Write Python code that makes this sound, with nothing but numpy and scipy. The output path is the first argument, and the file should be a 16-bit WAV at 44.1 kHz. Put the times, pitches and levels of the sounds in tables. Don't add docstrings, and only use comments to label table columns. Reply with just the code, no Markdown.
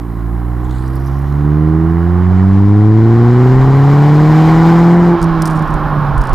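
import sys
import numpy as np
from scipy import signal
from scipy.fft import rfft, irfft
from scipy.io import wavfile
from scipy.ndimage import uniform_filter1d, minimum_filter1d

SR = 44100
rng = np.random.default_rng(int(sys.argv[2]) if len(sys.argv) > 2 else 0)


def level_to_linear(level):
    exponent = np.asarray(level, float) / 20
    return 10 ** exponent


def transcribe(u):
    v = np.clip(np.atleast_2d(u).T, -1, 1)
    q = np.round(v * 32767).astype(np.int16)
    wavfile.write(sys.argv[1], SR, q)


N = 279594

# frequency in Hz, density in dB per Hz.
HISS_SPECTRUM = [(3000, -23), (5000, -11.5), (7000, -7.5), (10500, -0.5), (12500, -2), (13800, -6),
                 (14800, -1.5), (16500, -15.5)]
# frequency in Hz, density in dB per Hz.
BUFFET_SPECTRUM = [(12, -4), (25, -8.5), (45, 3.5), (70, -16), (120, -17)]
# frequency in Hz, density in dB per Hz.
WAKE_SPECTRUM = [(45, -8), (70, -2.5), (130, -1), (250, -4), (380, -5), (480, -15.5), (650, -41)]
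# centre in seconds, rise over the steady wind in dB, half width in seconds.
GUSTS = [(0, -3, 0.18), (.45, 7, .05), (.68, 7, 0.07), (1.7, 1, 0.19), (3.15, 2, .06), (3.6, 11.5, 0.16),
         (4.22, 3.5, 0.12), (4.55, 11, .12), (5.24, 3.5, 0.096), (5.75, 8, 0.042), (6.17, 9.5, 0.05),
         (6.34, 15.5, 0.025)]
# frequency in Hz, density in dB per Hz.
TYRE_SPECTRUM = [(250, -29), (420, -13), (525, -7), (634, -5.5), (733, -5), (792, -0.5), (978, -3.5),
                 (1070, 3), (1160, -3), (1480, -6.5), (1530, -12), (1650, -9.5), (2160, -27.5),
                 (3080, -31.5), (6000, -52), (7800, -89), (13200, -120)]
# frequency in Hz, level in dB, t60 in seconds.
MOUNT_MODES = [(3800, -10, .005), (4500, -4, .007), (5400, 0, .009), (7100, -3, .007), (9300, 0, .01),
               (13000, -11, .005)]
# start in seconds, peak in dB.
KNOCKS = [(5.216, -24), (5.2249, -27), (5.2277, -19), (5.2411, -25), (5.4207, -12), (5.4558, -14),
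          (5.4629, -22), (5.4729, -21), (5.4775, -21), (5.5006, -28), (5.5087, -26), (5.5193, -33),
          (5.5328, -36), (5.55, -37), (5.5581, -34), (5.5667, -33), (5.5748, -35), (5.5921, -33),
          (5.6233, -33), (5.6772, -37), (5.7054, -35), (5.7394, -28), (6.1795, -27), (6.2122, -32),
          (6.216, -29), (6.2383, -31), (6.2538, -34), (6.2711, -28), (6.2938, -33), (6.3322, -23)]
# start in seconds, peak in dB, ring in Hz.
GRIT = [(.645, -41, 7400), (.695, -34, 3300), (.71, -30, 3660), (.725, -35, 4100), (.74, -33, 2980),
        (.76, -57, 10800), (.77, -47, 6300), (.824, -37, 4400), (.879, -35, 5840), (.885, -39, 12500),
        (.91, -44, 12500), (.955, -33, 10500), (.957, -32, 13500), (1.0, -39, 12000), (1.05, -39, 5500),
        (1.06, -37, 10800), (1.085, -44, 11500), (1.13, -48, 5600), (1.19, -43, 11000), (1.22, -42, 9800),
        (1.324, -34, 4050)]
# frequency in Hz, density in dB per Hz.
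CRACK_SPECTRUM = [(1800, -22), (3000, -9), (4800, 0), (7800, -4), (9400, 0), (11000, -10), (15500, -12)]
# start in seconds, level in dB, pitch in Hz, t60 in seconds.
DRIVELINE_THUMP = (5.213, -14, 52, .2)
# time in seconds, low centre in Hz, high centre in Hz, level in dB.
SPOOL = [(0, 3000, 6000, -90), (.6, 3200, 6500, -68), (.72, 3700, 7800, -51), (.9, 4600, 9800, -57),
         (1.08, 5500, 12000, -56), (1.3, 5700, 13500, -63), (1.7, 6200, 15000, -80),
         (6.34, 6200, 15000, -95)]
# time in seconds, roar level in dB, extra hiss from boost in dB.
FLOW = [(0, -38.5, 1), (.4, -36, -0.5), (1.04, -34, 0.5), (2, -29.5, -5), (2.4, -29, -1), (2.9, -30, 0.5),
        (3.15, -25, -0.5), (3.6, -22, -1.5), (4.2, -21.5, 0.5), (4.48, -17.5, 0.5), (4.75, -18.5, -0.5),
        (5.02, -21, -4), (5.2, -23, 0.5), (5.9, -21.5, -6), (6.34, -22, -4)]
# frequency in Hz, density in dB per Hz.
GAS_SPECTRUM = [(1350, -19.5), (2300, -1), (2670, -11), (2980, -8), (3540, -11), (4110, -9.5), (4480, -15),
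                (4880, -12), (5990, -19), (7640, -20.5), (8730, -30), (12600, -29.5), (14400, -27.5),
                (15000, -28.5)]
# frequency in Hz, density in dB per Hz.
RASP_SPECTRUM = [(1200, -27.5), (1500, -5), (1900, 2), (2250, -10.5), (2550, -31), (2900, -13),
                 (3600, -41.5)]
# frequency in Hz, density in dB per Hz.
PIPE_ROAR_SPECTRUM = [(330, -6), (560, -9.5), (656, -9.5), (729, -0.5), (821, -2.5), (908, -6.5),
                      (970, -3.5), (1070, -4), (1280, -10.5), (1460, -11.5), (1600, -15), (2080, -39),
                      (3520, -120)]
# time in seconds, firing rate in Hz.
REVS = [(0, 58.4), (.2, 56.2), (.8, 63.5), (1.4, 72.7), (2, 84.8), (2.6, 98.9), (3.2, 117.4), (4, 144.8),
        (4.7, 167), (5, 173.7), (5.1, 172.4), (5.38, 161.9), (6, 146.5), (6.34, 127)]
# time in seconds, strength in dB, sharpness in dB per order.
PULSE = [(0, -10, 0.1), (.35, -3, -1.9), (.85, -6, -0.9), (1.3, -4.5, -3), (1.45, -4, .5),
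         (1.8, -3.75, 0.94), (2.3, 1, -4), (2.8, 2.5, -1.1), (3.5, -1.05, -1.74), (4.2, -7, 2.5),
         (5.07, -13.5, 3.5), (5.14, -12, 8), (5.26, -16.5, 2), (5.36, -19, 4.5), (5.6, -16.5, 0),
         (5.76, -20.5, 2.5), (6, -15, -5.5), (6.34, -15.5, -15)]
ORDERS_DB = [2.66, -12, -22.5, -26, -29.5]
# frequency in Hz, width in Hz, level in dB.
SILENCER = [(85.0, 87, -28), (159, 40.2, 3.5), (191.3, 22, 1.8), (234.2, 38, -0.5), (302.8, 45, 6),
            (333.1, 34, 10), (360, 31, 11), (382, 220, 1), (464, 77.1, -1), (417, 322, -8.5), (628, 13, -1),
            (755, 47, 5)]
# frequency in Hz, width in Hz, level over order 5 in dB.
TAILPIPE = [(340, 35, -2), (455, 35, -7), (540, 40, -12), (735, 50, 6), (985, 60, -3)]
CYLINDER_EARLY = [1.25, -.3, -.3, -.65]
# centre in seconds, depth in dB, half width in seconds.
STUMBLES = [(5.15, -9, .03), (5.193, -18, .026), (5.67, -11, .022), (5.8, -4, .03), (6.27, -4, .03)]

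LIFT_S, LIFT_TAKES_S = 5.08, .12


def curves(rows):
    s, *columns = np.transpose(rows)
    return [np.interp(np.arange(N) / SR, s, c) for c in columns]


def ramp(s, takes_s):
    return np.clip((np.arange(N) / SR - s) / takes_s, 0, 1)


def bumps(rows):
    t = np.arange(N) / SR
    return sum(db * np.exp(-((t - s) / half_s) ** 2) for s, db, half_s in rows)


def walk(rate):
    k = int(SR / rate)
    held = np.repeat(rng.standard_normal(N // k + 1), k)
    return .5 * uniform_filter1d(uniform_filter1d(held, k), k)[:N]


def noise(shape, apart):
    hz, db = np.transpose(shape)
    bins = np.log(np.maximum(np.arange(N // 2 + 1) * SR / N, 1))
    gain = level_to_linear(np.interp(bins, np.log(hz), db, left=-90, right=-90))
    mid, side = irfft(rfft(rng.standard_normal((2, N))) * gain, N)
    pair = mid + np.outer([apart, -apart], side)
    return pair / np.sqrt(np.mean(pair ** 2))


def damped_sine(t, hz, t60):
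    return np.sin(2 * np.pi * hz * t) * np.exp(-np.log(1000) * t / t60)


def add(out, s, db, modes):
    t = np.arange(int(SR / 20)) / SR
    ring = sum(level_to_linear(g) * damped_sine(t, hz, t60) for hz, g, t60 in modes)
    i = int(s * SR)
    onset = np.minimum(t / .0003, 1)
    out[i:i + len(t)] += (level_to_linear(db) * ring * onset)[:N - i]


def wind(roar_db, coast):
    gust_db = bumps(GUSTS)
    buffet_db = -32.5 + 11.5 * coast + gust_db
    wake_db = -30 + .38 * (roar_db + 31.5) + .3 * gust_db
    buffet = level_to_linear(buffet_db + 1.5 * walk(3)) * noise(BUFFET_SPECTRUM, .04)
    return buffet + level_to_linear(wake_db + 1.2 * walk(12)) * noise(WAKE_SPECTRUM, .03)


def tyres(level, pipe_share):
    return level * np.sqrt(1 - pipe_share) * noise(TYRE_SPECTRUM, .04)


def knock(out, cracks):
    gaps = .0036 * (1 + .25 * rng.standard_normal(len(KNOCKS)))
    for (first_s, peak_db), gap in zip(KNOCKS, gaps):
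        carried_db = peak_db + .22 * max(-24 - peak_db, 0)
        for bounce in range(3):
            s = first_s + bounce * gap
            db = carried_db - 9.5 * bounce
            if s >= N / SR:
                continue
            colour = rng.standard_normal((len(MOUNT_MODES), 2))
            modes = [(hz * (1 + .05 * a), g + 2.5 * b, t60)
                     for (hz, g, t60), (a, b) in zip(MOUNT_MODES, colour)]
            add(out, s - .0003, db - 9, modes)
            add(cracks, s - .0003, db - 19, [(60, 24, .008)])


def grit(out, cracks):
    for s, db, hz in GRIT:
        modes = [(hz, 0, .01), (1.27 * hz, -3, .006), (.8 * hz, -4, .006), (1.7 * hz, -8, .003)]
        add(out, s, db - 1, modes)
        add(cracks, s, db - 19, [(60, 18, .0068)])


def thump():
    s, db, hz, t60 = DRIVELINE_THUMP
    t = np.maximum(np.arange(N) / SR - s, 0)
    return level_to_linear(db) * damped_sine(t, hz, t60)


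def impacts():
    out, cracks = np.zeros(N), np.zeros(N)
    knock(out, cracks)
    grit(out, cracks)
    return out + thump() + cracks * noise(CRACK_SPECTRUM, .15)


def turbo():
    low_hz, high_hz, db = curves(SPOOL)

    def band(centre_hz, width_hz):
        shape = [(1, 0), (width_hz, -3), (2.5 * width_hz, -25)]
        return np.cos(2 * np.pi * np.cumsum(centre_hz) / SR) * noise(shape, .3)

    return level_to_linear(db + 9.5 * walk(110)) * (band(low_hz, 650) + level_to_linear(-1) * band(high_hz, 1400))


def gas_hiss(hz, roar_db, boost_db, throttle, puff):
    coast = 1 - throttle
    load_db = -49 + 4 * np.log2(hz / 100) + .96 * (roar_db + 29.5)
    db = throttle ** 2 * load_db + (1 - throttle ** 2) * -40.5 + boost_db
    level = level_to_linear(db - 1.2 * (2 - throttle) + 1.6 * walk(30))
    gas = level * (1.315 + .26 * puff) * noise(GAS_SPECTRUM, .081)
    dull = signal.lfilter(*signal.butter(2, 5200, fs=SR), gas)
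    return throttle * gas + coast * dull


def rasp(roar_db, throttle, puff):
    db = -43.66 + 1.06 * (roar_db + 30.5)
    return level_to_linear(db + .75 * walk(40)) * throttle * puff * noise(RASP_SPECTRUM, .07)


def pipe_roar(level, pipe_share, puff):
    return level * np.sqrt(pipe_share) * (.66 + .36 * puff) * noise(PIPE_ROAR_SPECTRUM, .04)


def gas_puffs(cycle):
    puff = .45 + 2.2 * np.exp(-((cycle + .1) % 1) / .22)
    return uniform_filter1d(uniform_filter1d(puff, SR // 900), SR // 900)


def firing_unevenness(hz, throttle):
    loaded = np.interp(hz, [97, 136], [.045, .2])
    coasting = .1 + .085 * ramp(LIFT_S + LIFT_TAKES_S, .68)
    return throttle * loaded + (1 - throttle) * coasting


def order_levels(hz, throttle):
    strength_db, sharp_db = curves(PULSE)
    k = np.arange(5)[:, None]
    cold_hz = ((k + 1) * hz * (hz / 100) ** -.18)[:, ::64]
    power = sum(level_to_linear(db) ** 2 / (1 + (2 * (cold_hz - f) / w) ** 2) ** 2 for f, w, db in SILENCER)
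    ring_db = uniform_filter1d(np.repeat(10 * np.log10(power), 64, axis=1)[:, :N], 64)
    falter_db = bumps(STUMBLES) * np.where(k, .4, 1)
    overrun_db = (k > 1) * (1 - throttle) * -18
    return strength_db + k * sharp_db + np.c_[ORDERS_DB] + ring_db + falter_db + overrun_db


def exhaust(hz, order_db, uneven, throttle):
    turns = np.cumsum(hz) / SR
    firing = np.arange(int(turns[-1]) + 2)
    chance = rng.standard_normal((len(firing), 2)).T
    ragged = 1 + 3 * (1 - throttle)
    early, strong = (np.interp(turns, firing, c) * ragged for c in chance)
    cylinder_early = np.interp(turns, firing, np.array(CYLINDER_EARLY)[firing % 4])
    early = throttle * cylinder_early + .3 * early
    phase = 2 * np.pi * turns + np.pi / 2
    gains = [*level_to_linear(order_db)]
    fifth = gains[-1]
    for k in (6, 7, 8):
        gains.append(fifth * sum(level_to_linear(db - 6 * (k - 6)) / (1 + (2 * (k * hz - f) / w) ** 2)
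                                 for f, w, db in TAILPIPE))
    steep = np.clip((hz - 62) / 25, 0, 1)
    wave = 0
    for k, gain in enumerate(gains):
        shape_lag = steep * k * np.pi / 2 + (1 - steep) * .2 * k ** 2
        lag = shape_lag - min(k + 1, 2.5) * uneven * early
        wave = wave + gain * np.cos((k + 1) * phase - lag)
    return np.sqrt(2) * level_to_linear(uneven * 4 * strong) * wave, turns % 1


def scene():
    hz, = curves(REVS)
    roar_db, boost_db = curves(FLOW)
    throttle = 1 - ramp(LIFT_S, LIFT_TAKES_S)
    uneven = firing_unevenness(hz, throttle)
    boom, cycle = exhaust(hz, order_levels(hz, throttle), uneven, throttle)
    puff = gas_puffs(cycle)
    pipe_share = throttle * np.interp(hz, [85, 112], [.55, 1])
    roar_level = level_to_linear(roar_db + 1.3 + .58 * walk(14))
    car = wind(roar_db, 1 - throttle) + tyres(roar_level, pipe_share) + turbo()
    car += gas_hiss(hz, roar_db, boost_db, throttle, puff) + rasp(roar_db, throttle, puff)
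    car += pipe_roar(roar_level, pipe_share, puff) + boom
    left_over_right_db = -3.7 + 4 * ramp(2.3, .4) * throttle
    balance_db = np.array([left_over_right_db, -left_over_right_db]) / 2 + .11
    return car * level_to_linear(balance_db) + impacts()


def limit(x, top):
    span = SR // 100
    gain = minimum_filter1d(np.minimum(top / (np.abs(x) + 1e-9), 1), span)
    return x * uniform_filter1d(gain, span)


def top_cut(x):
    return signal.sosfilt(signal.butter(12, 16400, fs=SR, output="sos"), x)


def record(dry):
    left = signal.lfilter(*signal.butter(1, 30, "high", fs=SR), dry[0])
    whine = np.sqrt(2) * level_to_linear(-62) * np.sin(2 * np.pi * 13150 * np.arange(N) / SR)
    loud_db = 10 * np.log10(uniform_filter1d(dry[1] ** 2, SR // 5) + 1e-9)
    duck = level_to_linear(-1.1 * np.maximum(loud_db + 10, 0))
    own_noise = duck * (whine + level_to_linear(-58) * noise(HISS_SPECTRUM, .6))
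    wet = limit(np.array([left, dry[1]]), 1.04) + own_noise
    wet = signal.sosfilt(signal.ellip(8, .3, 60, 15000, fs=SR, output="sos"), wet)
    return top_cut(np.clip(wet, -1, 1))


dry = scene()
out = record(dry)
transcribe(out)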